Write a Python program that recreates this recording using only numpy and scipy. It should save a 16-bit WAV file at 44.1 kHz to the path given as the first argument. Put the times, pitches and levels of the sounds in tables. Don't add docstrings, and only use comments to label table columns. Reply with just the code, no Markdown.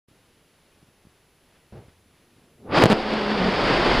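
import sys
import numpy as np
from scipy import signal
from scipy.fft import rfft, irfft, next_fast_len
from scipy.io import wavfile
from scipy.ndimage import uniform_filter1d, map_coordinates

SR = 44100
rng = np.random.default_rng(int(sys.argv[2]) if len(sys.argv) > 2 else 0)


def master_out(mix):
    frames = np.transpose(np.atleast_2d(mix))
    ceiling = np.clip(frames, -1, 1)
    pcm = np.round(ceiling * 32767).astype(np.int16)
    wavfile.write(sys.argv[1], SR, pcm)


N = 176400
TIME_S = np.arange(N) / SR


def amp(db):
    return 10 ** (np.asarray(db) / 20)


def unit(x):
    return x / np.sqrt(np.mean(x ** 2) + 1e-20)


def curves(rows):
    times_s, *columns = np.transpose(rows)
    return [np.interp(TIME_S, times_s, column) for column in columns]


def bump(centre_s, width_s):
    return np.exp(-(2 * (TIME_S - centre_s) / width_s) ** 2)


def wobble(knots_per_s):
    return map_coordinates(rng.standard_normal(4096), [TIME_S * knots_per_s], mode="wrap")


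def filtered(x, response):
    size = 2 * next_fast_len(N)
    return irfft(rfft(x, size) * response(np.fft.rfftfreq(size, 1 / SR)), size)[..., :N]


def coloured(x, colour):
    def response(hz):
        freq_hz, gain_db = np.transpose(colour)
        gain = amp(np.interp(np.log(hz + 1), np.log(freq_hz + 1), gain_db))
        cepstrum = irfft(np.log(gain))
        half = len(cepstrum) // 2
        cepstrum[1:half] *= 2
        cepstrum[half + 1:] = 0
        return np.exp(rfft(cepstrum))
    return filtered(x, response)


def noise(colour):
    return unit(coloured(rng.standard_normal(N), colour))


def jet():
    # time_s, level_db
    envelope = [(2.58, -57), (2.635, -45), (2.68, -40), (2.712, -29.5), (2.745, -18.5), (2.78, -12.5),
                (2.806, -17), (2.83, -10), (2.845, -22), (2.88, -23), (2.925, -19.5), (2.955, -24.5),
                (2.99, -26.5), (3.065, -28.5), (3.13, -24.5), (3.24, -25.5), (3.36, -25.5), (3.46, -22),
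                (3.57, -23), (3.68, -19.5), (4.0, -19.5)]
    # freq_hz, gain_db
    blast_colour = [(20, -33), (85, -18), (150, -3.5), (360, -0.5), (800, -4), (1270, -9), (1700, -13),
                    (3000, -16.5), (4150, -23), (4700, -18.5), (5200, -22.5), (5800, -38), (8000, -45),
                    (10800, -47), (12000, -63), (14500, -64), (15500, -84)]
    # freq_hz, gain_db
    roar_colour = [(20, -23), (85, -16), (125, -5), (200, -2), (420, -0.5), (520, -1.5), (790, -4),
                   (1270, -7.5), (1800, -10), (2600, -13), (3500, -15), (4050, -20), (4650, -15.5),
                   (5200, -21.5), (5850, -35.5), (7300, -41), (10800, -51), (12000, -63), (15500, -76)]
    open_s, open_hz, open_octaves_per_s = 2.675, 920, 41
    blast_end_s, crossfade_s = 3.0, 0.089
    brighten_hz, brighten_db_per_s = 3000, 1.5
    thin_s, thin_width_s, thin_hz, thin_db = 3.04, 0.44, 169, -7
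    blast = turbulence(blast_colour, crackle=0.76)
    roar = turbulence(roar_colour, crackle=0.46)
    turn = np.pi / 2 * np.clip((TIME_S - blast_end_s) / crossfade_s + .5, 0, 1)
    hz, frame_s, spectrum = signal.stft(np.cos(turn) * blast + np.sin(turn) * roar, SR, nperseg=1024)
    hz = hz[:, None]
    cutoff_hz = open_hz * 2 ** np.clip(open_octaves_per_s * (frame_s - open_s), -1, 10)
    treble_db = brighten_db_per_s * np.maximum(frame_s - blast_end_s, 0) * hz / (hz + brighten_hz)
    bass_db = thin_db * np.exp(-(2 * (frame_s - thin_s) / thin_width_s) ** 4) / (1 + (hz / thin_hz) ** 6)
    spectrum *= amp(treble_db + bass_db) / np.hypot(1, (hz / cutoff_hz) ** 2)
    flow = signal.istft(spectrum, SR)[1][:N]
    level_db, = curves(envelope)
    churn_db = .5 * wobble(35)
    return steepened(flow * amp(level_db + churn_db) * (TIME_S > envelope[0][0]))


def turbulence(colour, crackle, fronts_per_s=2600):
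    fronts = (rng.random(N) < fronts_per_s / SR) * rng.uniform(0, 1, N) ** 2
    mixing = rng.standard_normal(N)
    return unit(coloured(mixing + crackle * unit(fronts - fronts.mean()), colour))


def steepened(pressure, lead_ms=0.028):
    return map_coordinates(pressure, [np.arange(N) + lead_ms * SR / 1000 * pressure], mode="nearest")


def shocks():
    # start_s, level_db, fall_ms
    single_fronts = [(2.7812, -10, 0.45), (2.787, -11, .5), (2.8036, -12, .4), (2.8152, -15, .4),
                     (2.8224, -1, 0.36), (2.8376, 4, 0.55), (2.8392, 5, 1.24), (2.848, -8, .6),
                     (2.8575, 1.5, 1.1), (2.8636, -5, 1.3), (3.138, -14, .3), (3.641, -13, .3)]
    # freq_hz, gain_db
    colour = [(100, 0), (450, 2), (1200, -2), (3000, 0), (4800, 0), (6000, -9.5), (11000, -13),
              (14500, -26), (16000, -33)]
    swing_hz = 135

    def front(start_s, level_db, fall_ms):
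        return amp(level_db) * (TIME_S >= start_s) * np.exp(-np.abs(TIME_S - start_s) * 1000 / fall_ms)

    def highpass(hz):
        return -hz ** 2 / (swing_hz ** 2 - hz ** 2 + 1j * hz * swing_hz)

    fronts = sum(front(*row) for row in list(single_fronts) + throb())
    snap = front(start_s=2.8392, level_db=-6, fall_ms=0.3)
    return coloured(filtered(fronts, highpass), colour) + snap


def throb(count=7):
    start_s, rate_hz, scatter_s = 2.9002, 207.9, .00022
    first_db, step_db, fall_ms = -4.5, 0.33, 0.95
    return [(start_s + k / rate_hz + late_s, first_db + k * step_db, fall_ms)
            for k, late_s in enumerate(scatter_s * rng.standard_normal(count))]


def howl():
    # time_s, pitch_hz, level_db
    track = [(2.915, 206.8, -48), (2.945, 217, -23), (3.0, 219.7, -35), (3.06, 210.3, -36),
             (3.11, 217.8, -28.5), (3.25, 209.5, -32), (3.3, 207.4, -24), (3.37, 203.3, -28),
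             (3.42, 178.2, -21.5), (3.455, 184.5, -30.5), (3.495, 193.2, -21.5), (3.53, 206, -36),
             (3.62, 201, -65)]
    harmonics_db = [-1.5, -7.5, -21]
    # freq_hz, gain_db
    surge_colour = [(60, -35), (150, -11), (190, 1), (280, 3), (350, -7), (430, -10), (600, -22),
                    (3000, -74)]
    jitter, flutter_db, surge_db = .018, 1.6, -24.5
    pitch_hz, level_db = curves(track)
    phase = 2 * np.pi * np.cumsum(pitch_hz * (1 + jitter * wobble(60))) / SR
    tone = sum(amp(gain_db + flutter_db * wobble(35)) * np.sin(k * phase)
               for k, gain_db in enumerate(harmonics_db, 1))
    surge = noise(surge_colour) * amp(surge_db) * bump(centre_s=3.465, width_s=0.088)
    return np.sqrt(2) * tone * amp(level_db) * (TIME_S > track[0][0]) + surge


def rumble():
    # time_s, level_db
    envelope = [(2.65, -73), (2.76, -42), (2.84, -36), (2.97, -40), (3.15, -46), (3.36, -45), (3.42, -32.5),
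                (3.49, -39), (3.57, -43), (3.68, -32.5), (3.87, -34), (3.94, -26), (4.0, -25)]
    # freq_hz, gain_db
    colour = [(10, -13), (20, 0), (30, -1), (50, -3), (80, -9), (130, -19), (300, -45), (1000, -100)]
    level_db, = curves(envelope)
    deep = noise(colour)
    running_rms = np.sqrt(np.abs(uniform_filter1d(deep ** 2, size=5000)) + 1e-6)
    return deep / running_rms * amp(level_db) * (TIME_S > envelope[0][0])


def gas_feed():
    # time_s, level_db
    envelope = [(1.9, -80), (2.1, -67.5), (2.3, -66), (2.42, -58), (2.58, -64), (2.65, -46), (2.72, -32),
                (2.8, -39), (2.9, -80)]
    # freq_hz, gain_db
    colour = [(30, -15), (70, -8), (130, -1), (220, -5.5), (450, -12), (1200, -46), (5000, -83)]
    level_db, = curves(envelope)
    return noise(colour) * amp(level_db) * (TIME_S > envelope[0][0])


def puff():
    # freq_hz, gain_db
    colour = [(18, -47), (30, -25), (132, 0.5), (231, -8.5), (275, -17), (376, -7), (747, -14), (996, -24),
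              (6000, -45), (7800, -73), (13200, -120)]
    start_s, attack_s, hold_s = 1.722, 0.0026, 0.059
    gas_db, gas_fall_db_per_s = -42.5, 192
    boom_hz, boom_db, boom_fall_db_per_s = 79.6, -52.5, 60
    boom_colour = [(boom_hz / 2, -22), (boom_hz, 0), (boom_hz * 2, -20), (boom_hz * 10, -60)]
    attack = np.clip((TIME_S - start_s) / attack_s, 0, 1)
    falling_s = np.maximum(TIME_S - start_s - hold_s, 0)
    boom = noise(boom_colour) * amp(boom_db - boom_fall_db_per_s * falling_s)
    gas = noise(colour) * amp(gas_db - gas_fall_db_per_s * falling_s)
    return attack * (gas + boom)


def thumps():
    # start_s, level_db
    pushes = [(.085, -51), (.115, -50), (.37, -53), (0.413, -52), (.828, -44.5), (.834, -52), (0.886, -48),
              (1.052, -45), (1.07, -42), (1.883, -41.5), (2.06, -51), (2.139, -53)]
    # freq_hz, gain_db
    colour = [(20, -20), (70, -2), (150, -1.5), (300, -6.5), (600, -24), (2000, -41), (8000, -66)]
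    impulses = np.zeros(N)
    for start_s, level_db in pushes:
        impulses[round(start_s * SR)] = amp(level_db)
    dull = coloured(impulses, colour)
    return dull * impulses.max() / np.abs(dull).max()


def spurts():
    # centre_s, width_s, level_db
    bursts = [(1.562, .025, -62), (1.892, 0.017, -59.5)]
    # freq_hz, gain_db
    colour = [(100, -15), (500, 2), (1500, 0), (4800, -11), (6000, -22), (15000, -45)]
    envelope = sum(amp(level_db) * bump(centre_s, width_s) for centre_s, width_s, level_db in bursts)
    return noise(colour) * envelope


def night():
    # freq_hz, gain_db
    air_colour = [(20, -6.5), (60, -1.5), (130, -2.5), (300, -4), (450, -5), (650, -9), (1200, -12.5),
                  (2900, -14), (4800, -19.5), (6000, -25), (9500, -36), (13000, -61)]
    # freq_hz, gain_db
    hiss_colour = [(20, -40), (1500, -8), (3000, -6.5), (6000, -1), (10000, -2), (12000, -2.5), (15000, -5),
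                   (15500, -25)]
    air_db, sway_db = -61.5, .5
    whine_hz, whine_db, common_hiss_db = 10519.5, -75.5, -74
    air = noise(air_colour) * amp(air_db + sway_db * wobble(8.8))
    whine = np.sqrt(2) * amp(whine_db) * np.sin(2 * np.pi * whine_hz * TIME_S)
    common_hiss = noise(hiss_colour)
    channel_hiss = 0.91 * np.array([noise(hiss_colour), noise(hiss_colour)])
    return air + whine + amp(common_hiss_db) * (common_hiss + channel_hiss)


def scene():
    return night() + thumps() + puff() + spurts() + gas_feed() + jet() + rumble() + howl() + shocks()


def record(dry):
    start_s, fade_s, top_hz = 0.074, .012, 15800
    ceiling, hardness = 0.99, 4.7
    limited = dry / (1 + np.abs(dry / ceiling) ** hardness) ** (1 / hardness)
    fade_in = np.clip((TIME_S - start_s) / fade_s, 0, 1) ** 2
    return filtered(limited * fade_in, lambda hz: hz < top_hz)


dry = scene()
out = record(dry)
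master_out(out)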